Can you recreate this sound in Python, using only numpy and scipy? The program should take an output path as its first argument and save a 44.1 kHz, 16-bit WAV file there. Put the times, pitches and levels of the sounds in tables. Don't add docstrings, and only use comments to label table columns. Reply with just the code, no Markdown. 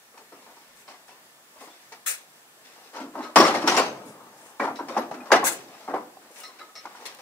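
import sys
import numpy as np
from scipy import signal
from scipy.fft import rfft, irfft, next_fast_len
from scipy.io import wavfile
from scipy.ndimage import uniform_filter1d, map_coordinates

SR = 44100
rng = np.random.default_rng(int(sys.argv[2]) if len(sys.argv) > 2 else 0)


def makeup_ratio(level_db):
    decades = np.asarray(level_db, float) / 20
    return 10 ** decades


def master_out(mix):
    frames = np.transpose(np.atleast_2d(mix))
    ceiling = np.clip(frames, -1, 1)
    pcm = np.round(ceiling * 32767).astype(np.int16)
    wavfile.write(sys.argv[1], SR, pcm)


N = 317961
T = np.arange(N) / SR

# (frequency [Hz], level [dB])
SITE_COLOUR = [(15, -79.5), (25, -33.5), (156, -7), (188, -6.5), (1110, -4), (1760, -3), (2240, -6.5),
               (4170, -9), (6410, -9.5), (7960, -10), (15600, -14)]
# (frequency [Hz], level [dB rms])
WHINES = [
    (1774, -74),
    (7698, -75),
    (9469, -84),
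    (3545, -80),
]
# (frequency [Hz], likeness [-1 to 1]),
# (frequency [Hz], left over right [dB]), left lead [ms]
SITE_STEREO = [(60, 0.7), (130, 0.94), (290, 1), (640, 0.61), (1410, -0.093), (3100, -0.39), (6820, -0.08),
               (15000, 0.0094)], [(100, 0.036), (10000, 0.18)], 0
PILE_STEREO = [(100, 1.5), (600, 1.5), (1200, 0.67), (3000, 0.37), (15000, 0.08)], [(300, 0.5), (700, 1.5),
               (1300, 4.5), (2400, 2), (5000, 2.5), (15000, 0.5)], 0.094
SAND_STEREO = [(100, 1), (600, 1), (1500, 0.88), (5000, 0.098), (15000, 0.14)], [(60, 1.8), (110, 0.5),
               (200, 1.2), (380, 2.5), (700, 5.5), (1290, 20.4), (2380, 3.1), (4400, 1.0), (8120, 5.3),
               (15000, 3.3)], 0.197

# (time [s], held [s], level [dB], grit [dB], settling t60 [s])
PULLS = [(0.33, 0.13, -55, 2.5, 2.8), (0.89, 0.012, -45.5, 1, 0.25), (1.56, 0.16, -58.5, 9, 1.1),
         (1.93, .02, -53, -2, 0.27), (2.069, 0.06, -51, 6, 0.44), (2.6, 0.27, -54, 2, 0.74),
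         (2.92, 0.1, -33.5, -9, 0.17), (3.133, .13, -32, -13.5, 0.3), (3.369, 0.056, -13, -7, 0.88),
         (3.656, .13, -17, -3.5, 0.31), (3.85, 0.021, -39, -19, 3.1), (4.6, 0.054, -23, -13.5, 0.24),
         (4.86, 0.13, -31.5, -10.5, 0.4), (4.97, 0.011, -20, -12.5, 0.2), (5.11, 0.27, -46.5, -8.5, .5),
         (5.319, 0.026, -8.5, -26, 0.14), (5.38, 0.03, -38, -6, .3), (5.46, 0.015, -30.5, 0, 0.44),
         (5.6, 0.27, -45, -3.5, 0.62), (5.88, 0.037, -29, -29, 0.21), (5.94, 0.022, -28.5, -26, 0.3),
         (6.15, 0.48, -48, -6, 1), (6.8, 0.23, -43.5, -5, 1.26)]
# (time [s], peak level [dB], grit [dB], weight [dB])
LANDINGS = [(0.322, -33.5, -19, -6), (1.674, -36, -17, -9), (2.95, -30, -14, -16),
            (3.001, -32.5, -10.5, 11.5), (3.037, -29.5, -24, 1.5), (3.156, -27.5, -31, 2),
            (3.179, -30.5, -28, 6), (3.359, 1.5, -12, -11.5), (3.402, -7.5, -7.5, -6), (3.475, -15, -9, -8),
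            (3.638, -14.5, -40, -1.5), (3.669, -23, -8, -8), (3.676, -9, -6.5, -14),
            (3.775, -4.5, -15.5, -37), (3.788, -25, -14.5, -26), (4.597, -14, -23, -6.5),
            (4.629, -21.5, -31, -1), (4.676, -20, -40, -2.5), (4.793, -20.5, -36, -3),
            (4.885, -23, -13.5, -5.5), (4.965, -18.5, -31, 2.5), (5.112, -22, -22, -28),
            (5.14, -25.5, -18, 0.5), (5.201, -27.5, -30, -12), (5.305, -17, -33, -17),
            (5.318, -3.5, -14.5, -12.5), (5.326, -7, -12, -22), (5.358, -14, -12, -27),
            (5.429, -15.5, -37, -10), (5.879, -27.5, -31, 7.5), (5.941, -20.5, -22, -2)]
# (time [s], peak level [dB], grit [dB], t60 [s])
LIGHT_TAPS = [(0.141, -40.5, -28, 0.27), (0.177, -37, -10, 0.25), (0.462, -39, -26, 0.51),
              (0.569, -47, -15, 0.24), (0.88, -38, -8, 0.61), (1.081, -41.5, -8, 0.68),
              (1.558, -39, -27, 0.21), (1.609, -33.5, -16.5, 0.32), (1.922, -35.5, -6, 0.26),
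              (2.648, -49.5, -2, 1), (2.761, -40, -25, 0.58), (3.229, -33.5, -8.5, 0.44),
              (3.546, -18, -13, 0.2), (4.755, -36.5, -7.5, 0.52), (5.257, -33, -18.5, 0.93),
              (6.36, -53.5, 7.5, 0.72), (6.434, -43.5, 3, 0.23), (6.587, -48.5, 1.5, 0.4),
              (6.753, -48, 0, 1), (6.856, -26, -12, 0.073), (7.055, -33.5, 0.5, 0.39),
              (7.188, -36, -8, 0.24)]
# (frequency [Hz], level [dB])
STONE_COLOUR = [(30, -89), (130, -46), (220, -9), (320, -7.5), (500, -4.5), (800, -2), (1150, -4.5),
                (1600, -12), (2300, -22), (3500, -42.5), (9000, -55)]
# (frequency [Hz], level [dB])
GRIT_COLOUR = [(100, -86), (900, -23), (1900, 7.5), (2600, 5), (3200, 2), (5500, 3), (7500, -6),
               (10000, -11.5), (16000, -22.5)]
# (frequency [Hz], level [dB])
THUMP_COLOUR = [(30, -80), (100, -45), (180, -22), (245, -1), (330, 0), (480, -20), (1000, -50)]
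# (time [s], peak level [dB], stone frequency [Hz], t60 [s])
CLEAN_KNOCKS = [(0.175, -39, 926, 0.096), (0.322, -38, 502, 0.13), (0.569, -44, 930, 0.2),
                (0.88, -36.5, 1090, 0.11), (1.675, -39, 340, 0.082), (1.92, -35.5, 902, 0.1),
                (3.155, -23.5, 910, 0.064), (3.207, -19, 870, 0.049), (3.36, 0, 760, 0.062),
                (3.674, -10, 927, 0.1), (4.598, -22, 1086, 0.17), (4.678, -18, 926, 0.096),
                (4.791, -22.5, 952, 0.068), (4.967, -12.5, 812, 0.065), (5.32, -6, 842, 0.11),
                (5.428, -17.5, 800, 0.08), (5.879, -20, 890, 0.1), (5.94, -12, 754, 0.063),
                (6.171, -32, 766, 0.035), (6.855, -19.5, 960, 0.03), (6.872, -25, 1080, 0.024),
                (6.909, -38, 824, 0.085), (6.951, -30, 950, 0.04), (7.023, -37, 480, 0.078),
                (5.943, -21.5, 331, 0.094), (5.966, -17.5, 960, 0.044), (5.886, -30, 327, .15),
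                (3.398, -9, 460, .04), (4.715, -23, 805, 0.056), (4.985, -10, 612, 0.056),
                (5.003, -24, 890, 0.046), (5.4, -19, 450, 0.1), (5.942, -17.5, 562, 0.099),
                (0.91, -39, 890, .06), (0.943, -37, 855, .06), (3.745, -13, 890, 0.077),
                (5.258, -35, 890, .04)]

# (time [s], level [dB], shake [s], t60 [s])
GROUND_SHAKES = [
    (3.361, -30, 0.024, 0.17),
    (0.33, -57, 0.036, .3),
    (3.36, -35.5, .05, 1.9),
    (3.67, -46, .15, 1.4),
    (4.6, -52.5, .5, 1),
    (5.32, -45, 0.025, 1.4),
    (5.9, -55, .05, 0.89),
    (2.95, -61, 0.33, .5),
]
# (frequency [Hz], level [dB])
GROUND_COLOUR = [(40, -42), (90, -15), (140, -5), (200, -1), (300, -4), (600, -7), (1500, -31), (4000, -74)]
# (time [s], level [dB], frequency [Hz], push [s], t60 [s])
AIR_PUSHES = [(.5, -68, 60, .06, .2), (.68, -66, 75, .13, .2), (1.56, -70, 70, .05, .2),
              (2.08, -70, 50, .05, .2), (3.03, -68, 65, .06, .2), (7.06, -66, 80, .05, .2)]

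# (time [s], level [dB], spray [s], t60 [s], fineness [0-1])
SAND_FALLS = [(1.6, -51.5, 0.06, 0.16, 0.3), (2.06, -23, 0.05, 0.15, 0.39), (4.05, -51.5, 0.063, 0.16, 0),
              (4.37, -55.5, .12, 0.32, 0), (5.44, -21.5, 0.055, 0.17, 0.5), (6.31, -51, 0.06, .2, .1),
              (6.375, -50, 0.069, 0.33, 0.6), (7.054, -37, 0.017, 0.04, 0.94), (6.4, -46, .004, .07, 0.8),
              (7.148, -41, 0.0015, 0.0097, 0.7), (2.1, -56, 0.057, 0.12, 0), (.76, -56, 0.053, 0.17, 0.1),
              (1.07, -57, .02, .1, .6)]
# (frequency [Hz], level [dB])
SAND_COLOUR = [(200, -82), (500, -6.5), (1050, -15), (1400, -4), (2400, 2.5), (2900, -2), (3150, -13),
               (3400, -4), (4800, -7), (6500, 0), (8500, 0), (11000, -6), (13800, -13), (16000, -9.5)]
# (time [s], level [dB],
# frequency [Hz], chatter [s], t60 [s])
STONE_CHIPS = [(.875, -54, 5300, .01, 0.056), (1.1, -60, 2600, .02, 0.055), (1.7, -58, 3480, .03, 0.11),
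               (2.062, -41, 1750, 0.021, 0.025), (2.08, -43, 1300, 0.032, 0.044),
               (2.07, -43, 2750, .04, .03), (2.062, -40, 3430, .03, 0.032), (2.57, -57, 620, .05, .06),
               (3.36, -19, 1310, .012, 0.055), (3.366, -21.5, 1870, 0.044, 0.02),
               (3.415, -21, 291, 0.03, 0.056), (3.396, -19, 620, 0.022, 0.046),
               (3.394, -13, 399, 0.014, 0.048), (3.41, -17, 1020, 0.018, 0.031),
               (3.364, -13, 1100, .012, .05), (3.41, -25, 1640, 0.025, 0.058),
               (3.44, -23.5, 2035, 0.037, 0.017), (3.47, -23.5, 1336, 0.021, 0.053),
               (3.549, -30.5, 2120, .012, 0.031), (3.549, -32.5, 4270, 0.0081, .04),
               (3.681, -19, 1430, 0.013, 0.036), (3.772, -32, 1866, 0.013, 0.086),
               (4.599, -29.5, 1640, .012, 0.052), (4.602, -31.5, 1920, 0.028, 0.045),
               (4.886, -44, 1320, 0.036, 0.085), (5.142, -52, 2650, 0.0083, .05),
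               (5.142, -49, 1360, 0.009, 0.071), (5.256, -59, 1760, 0.009, .05),
               (5.304, -28, 1000, 0.0093, 0.033), (5.318, -10, 1630, 0.0062, 0.025),
               (5.322, -25.5, 6510, 0.008, .015), (5.324, -25.5, 2880, 0.031, 0.015),
               (5.326, -25, 1402, 0.013, 0.037), (5.322, -18.5, 2030, 0.0122, 0.03),
               (5.335, -16, 1700, .01, .03), (5.324, -12.5, 858, 0.022, 0.064),
               (5.355, -28, 2000, .025, 0.023), (5.36, -20.5, 748, 0.014, 0.05),
                (5.429, -23.5, 1050, 0.0067, 0.048)]
# (time [s], flex [dB], edge [dB], tip [dB], rub [s])
TROWEL_TOUCHES = [(3.221, -43, -53, -56, 0.056), (4.757, -65, -53, -51.5, 0.046),
                  (6.434, -47.5, -47, -47, 0.048), (6.604, -40, -67, -73, 0.035),
                  (6.753, -47.5, -52.5, -43.5, 0.046)]
# (frequency [Hz], level [dB], t60 [s])
BLADE_NOTES = [
    [(576, -13, .07), (1270, 0, .15), (2080, -9, .05)],
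    [(3940, 0, .08), (4190, -3, .11)],
    [(5330, 0, .06), (5550, -3, .04), (5820, -7, .05), (8400, -19, .08)],
]
# (time [s], level [dB], frequency [Hz], rattle [s], t60 [s])
LOOSE_METAL = [(3.36, -38, 15350, .046, .075), (3.36, -41, 4530, .11, .1), (3.36, -41, 4020, .1, .15),
               (3.378, -25, 5440, .02, .04), (3.397, -21, 5450, .016, .04), (3.385, -31, 5290, .03, .03),
               (3.438, -26, 5500, .02, .03), (3.46, -42, 7000, .02, .1), (3.46, -26, 5430, .014, .03),
               (3.675, -22, 5500, .006, .034), (3.675, -27, 5750, .006, .03),
               (3.675, -33, 7050, .0073, .11), (3.695, -26, 6000, .009, .055),
               (3.767, -28, 7070, .011, .097), (3.767, -23, 5480, .006, .022),
               (3.767, -27, 5800, .006, .03), (3.77, -37, 4480, .07, .25), (3.81, -46, 6270, .036, .52),
               (3.82, -53, 890, .03, 8), (3.85, -54, 2500, .03, .4), (4.599, -31, 2300, .012, .05),
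               (4.758, -51, 3950, .02, .05), (4.9, -55, 3690, .05, .15), (4.99, -50.5, 11500, .019, .083),
               (4.99, -54, 5620, .025, .037), (5.113, -26, 800, .005, .07), (5.114, -48, 2600, .008, .04),
               (5.15, -59, 2640, .04, .08), (5.203, -47, 2460, .016, .04), (6.685, -54, 1270, .03, .15),
               (6.755, -55, 4480, .03, .15)]
# (time [s], level [dB], frequency [Hz], chatter [s], t60 [s])
BRUSHED_PEBBLES = [(6.3, -51.5, 484, .02, .07), (6.36, -59, 1690, 0.022, 0.044),
                   (6.41, -51, 2860, 0.017, .05), (6.595, -51, 3910, .02, .12),
                   (6.598, -48, 1700, .02, .03), (6.436, -46.5, 2010, 0.044, 0.082),
                   (6.45, -52, 4150, .03, .12), (6.76, -51, 2200, .04, .08), (6.591, -50, 1500, .012, .04),
                   (7.058, -49, 5860, .012, .04), (7.058, -45.5, 3530, .012, .04),
                   (7.058, -41, 4220, 0.013, .05)]

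# (frequency [Hz], t60 [s])
ECHO_TIMES = [(80, 0.47), (130, 0.86), (300, 1), (1000, 0.36), (3000, 0.39), (10000, 0.38)]
# (frequency [Hz], level [dB])
BAND_LIMITS = [(25, -14), (70, -4), (130, -0.5), (15650, 0), (15900, -33), (16400, -43.5), (16500, -90)]


def unit(x):
    return x / np.sqrt(np.mean(x ** 2) + 1e-20)


def along(points, hz):
    f, v = np.transpose(points)
    return np.interp(np.log(hz + 1), np.log(f + 1), v)


def wobble(rate):
    knots = rng.standard_normal(int(N * rate / SR) + 4)
    return map_coordinates(knots, [T * rate])


def causal(spectrum, hz):
    cepstrum = irfft(np.log(makeup_ratio(along(spectrum, hz)) + 1e-6))
    half = len(cepstrum) // 2
    cepstrum[1:half] *= 2
    cepstrum[half + 1:] = 0
    gain = np.exp(rfft(cepstrum))
    return gain / np.sqrt(np.mean(np.abs(gain) ** 2))


def patchy(patchy_db, wide, long):
    z = signal.stft(rng.standard_normal((2, N)), nperseg=1024)[2]
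    field = rng.standard_normal(z.shape[1:])
    field = uniform_filter1d(field, wide, 0)
    field = uniform_filter1d(field, long, 1)
    noises = signal.istft(z * makeup_ratio(patchy_db * unit(field)), nperseg=1024)[1]
    return unit(noises[:, :N])


def heard(pair, spectrum, ears):
    m = 2 * next_fast_len(N // 2 + SR // 4)
    hz = np.fft.rfftfreq(m, 1 / SR)
    alike, balance_db = along(ears[0], hz), along(ears[1], hz)
    lead = 2 * np.pi * hz * ears[2] / 1000
    turn = np.arccos(np.clip(alike, -1, 1)) / 2
    shared, apart = rfft(pair, m) * causal(spectrum, hz) * [np.cos(turn), np.sin(turn)]
    side = makeup_ratio(balance_db / 2) * np.exp(.5j * lead)
    return irfft(np.array([(shared + apart) * side, (shared - apart) / side]), m)[:, :N]


def burst(t, hold, t60, rise):
    t = np.maximum(t, 0)
    return (1 - np.exp(-t / abs(rise))) * makeup_ratio(-60 * np.maximum(t - hold, 0) / max(t60, .01))


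def rattled(s, db, hz, rub, t60):
    t = T[:int(SR * min(rub + t60, 1.2))]
    taps = rng.standard_normal((2, 6000))[:, :max(int(rub * SR), 8)]
    taps *= np.linspace(1, .35, taps.shape[1])
    alike = max(1 - (hz / 4000) ** 2, .75)
    taps[1] = alike * taps[0] + np.sqrt(1 - alike ** 2) * taps[1]
    drift = np.cumsum(rng.standard_normal(SR * 6 // 5)[:len(t)])
    drift = drift * .006 * np.sqrt(hz / 220 + (550 / hz) ** 3)
    fade = makeup_ratio(-60 * t / max(t60, .01)) * (1 - t / t[-1])
    note = fade * np.sin(2 * np.pi * hz * t + drift)
    tone = signal.fftconvolve(taps, note[None], axes=1)
    return int(s * SR), 2 * makeup_ratio(db) * tone / np.abs(tone).max()


def rattles(notes):
    out = np.zeros((2, N + 2 * SR))
    for note in notes:
        i, tone = rattled(*note)
        out[:, i:i + tone.shape[1]] += tone
    return out[:, :N]


def site():
    drift_db = 0.45 * wobble(2.7) + 0.3 * wobble(11)
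    air = makeup_ratio(-54 + drift_db) * heard(patchy(1.0, wide=12, long=8), SITE_COLOUR, SITE_STEREO)
    whines = 0
    for hz, db in WHINES:
        level = np.sqrt(2) * makeup_ratio(db + 1.5 * wobble(5))
        whines = whines + level * np.sin(2 * np.pi * hz * T + .5 * wobble(8))
    return air + whines


def stones():
    thump_db = -16.5
    power = makeup_ratio(-61 + np.array([[0], [-21], [thump_db]]) + 0 * T) ** 2
    for s, held, db, grit_db, t60 in PULLS:
        i = int(s * SR)
        pull = burst(T[i:][:2 * SR] - s, held, t60, rise=0.27 * held)
        levels = makeup_ratio([[db], [db + grit_db], [db + thump_db]])
        power[:, i:][:, :2 * SR] += (levels * pull) ** 2
    slip_db = 1.4 * wobble(30) + 1.2 * wobble(140)
    power *= makeup_ratio(slip_db - 5.5) ** 2

    knocks = [(*landing, 0.24) for landing in LANDINGS]
    knocks += [(s, db, grit_db, -63, t60) for s, db, grit_db, t60 in LIGHT_TAPS]
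    for s, db, grit_db, weight_db, t60 in knocks:
        i, j = int((s - .001) * SR), int((s + .6) * SR)
        t = T[:len(T[i:j])]
        onset = (1 - np.exp(-t / 0.0043)) * (1 + 2 * np.exp(-t / 0.0019))
        # (level [dB], slowness of the fade)
        parts = [(db - 10.0, 1), (db + grit_db - 0.5, .6), (db + weight_db - 11.0, 1.3)]
        for row, (level, slow) in enumerate(parts):
            power[row, i:j] += makeup_ratio(level - 60 * t / (max(t60, .02) * slow)) ** 2 * onset

    ring, crush, thump = np.sqrt(power)
    grains = makeup_ratio(1.1 * wobble(500) + 0.74 * wobble(90))
    rough = unit(makeup_ratio(0.56 * wobble(220)) * patchy(3.1, wide=2, long=4))
    crunch = unit(grains * patchy(2.66, wide=4, long=3))
    out = heard(ring * rough, STONE_COLOUR, PILE_STEREO)
    out = out + heard(crush * crunch, GRIT_COLOUR, PILE_STEREO)
    return out + heard(thump * rng.standard_normal((2, N)), THUMP_COLOUR, PILE_STEREO)


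def clacks():
    out, t = np.zeros(N + SR), T[:SR // 5, None]
    scatter = rng.standard_normal((len(CLEAN_KNOCKS), 10))
    for (s, db, hz, t60), chance in zip(CLEAN_KNOCKS, scatter):
        detune = 1 + 0.0287 * chance[:5] * [0, 1, 1, 1, 1]
        modes = hz * np.array([1, 0.9, 1.4, 1.3, 2.3]) * detune
        levels = np.array([-4, -9, -10, -16, -24]) + 2 * chance[5:]
        fade = makeup_ratio(db + levels - 60 * t * np.sqrt(modes / hz) / max(t60, .02))
        ring = fade * np.sin(2 * np.pi * modes * t)
        out[int((s - .001) * SR):][:len(t)] += (ring * (1 - np.exp(-t / .0007))).sum(1)
    return np.array([makeup_ratio(-2.5) * out[4:N + 4], makeup_ratio(-1.7) * out[:N]])


def ground():
    shake = sum(makeup_ratio(db) * burst(T - s, held, t60, rise=.006) for s, db, held, t60 in GROUND_SHAKES)
    rumble = shake * makeup_ratio(1.4 * wobble(25)) * rng.standard_normal((2, N))
    return heard(rumble, GROUND_COLOUR, SITE_STEREO)


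def breeze():
    return rattles(AIR_PUSHES)


def sand():
    falls = np.array([makeup_ratio(db) * burst(T - s, hold, t60, rise=min(0.0031, hold / 12))
                      for s, db, hold, t60, _ in SAND_FALLS])
    fine = np.clip([row[-1] for row in SAND_FALLS], 0, 1) @ falls
    patter = unit(makeup_ratio(0.28 * wobble(820) + 2.0 * wobble(60)) * patchy(2.9, wide=5, long=6))
    spray = falls.sum(0) * patter - fine * np.roll(patter, 1, axis=1)
    return heard(spray, SAND_COLOUR, SAND_STEREO)


def steel_and_chips():
    notes = [*LOOSE_METAL, *STONE_CHIPS, *BRUSHED_PEBBLES]
    for s, *parts_db, rub in TROWEL_TOUCHES:
        for db, part in zip(parts_db, BLADE_NOTES):
            notes += [(s, db + level, hz, rub, t60) for hz, level, t60 in part]
    return rattles(notes) * makeup_ratio([[.4], [-.4]])


def shell(x):
    hz, t, z = signal.stft(rng.standard_normal((2, SR)), SR, nperseg=256)
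    fade = makeup_ratio(-60 * t / along(ECHO_TIMES, hz)[:, None])
    tail = signal.istft(z * fade, SR, nperseg=256)[1]
    colour = [(70, -23), (140, -6), (250, -2.0), (3000, 9.0), (12000, -4.5)]  # (Hz, dB)
    tail = heard(np.pad(tail, ((0, 0), (500, N))), colour, SITE_STEREO)[:, :SR]
    return signal.fftconvolve(x.mean(0)[None], tail / np.linalg.norm(tail[0]), axes=1)[:, :N]


def scene():
    work = stones() + clacks() + sand() + steel_and_chips()
    work = signal.sosfilt(signal.butter(4, 175, "high", fs=SR, output="sos"), work)
    return work + makeup_ratio(-13.5) * shell(work) + site() + breeze() + ground()


def band_limit(x):
    return signal.sosfilt(signal.butter(12, 16460, fs=SR, output="sos"), x)


def record(dry):
    held = dry / (1 + np.abs(dry / 1.05) ** 12) ** (1 / 12)
    m = 2 * next_fast_len(N // 2 + 2048)
    hz = np.fft.rfftfreq(m, 1 / SR)
    both = rfft(held, m) * makeup_ratio(along(BAND_LIMITS, hz))
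    middle = both.mean(0)
    both = middle + (both - middle) / (1 + (245 / (hz + 1)) ** 8)
    return band_limit(irfft(both, m)[:, :N])


dry = scene()
out = record(dry)
master_out(out)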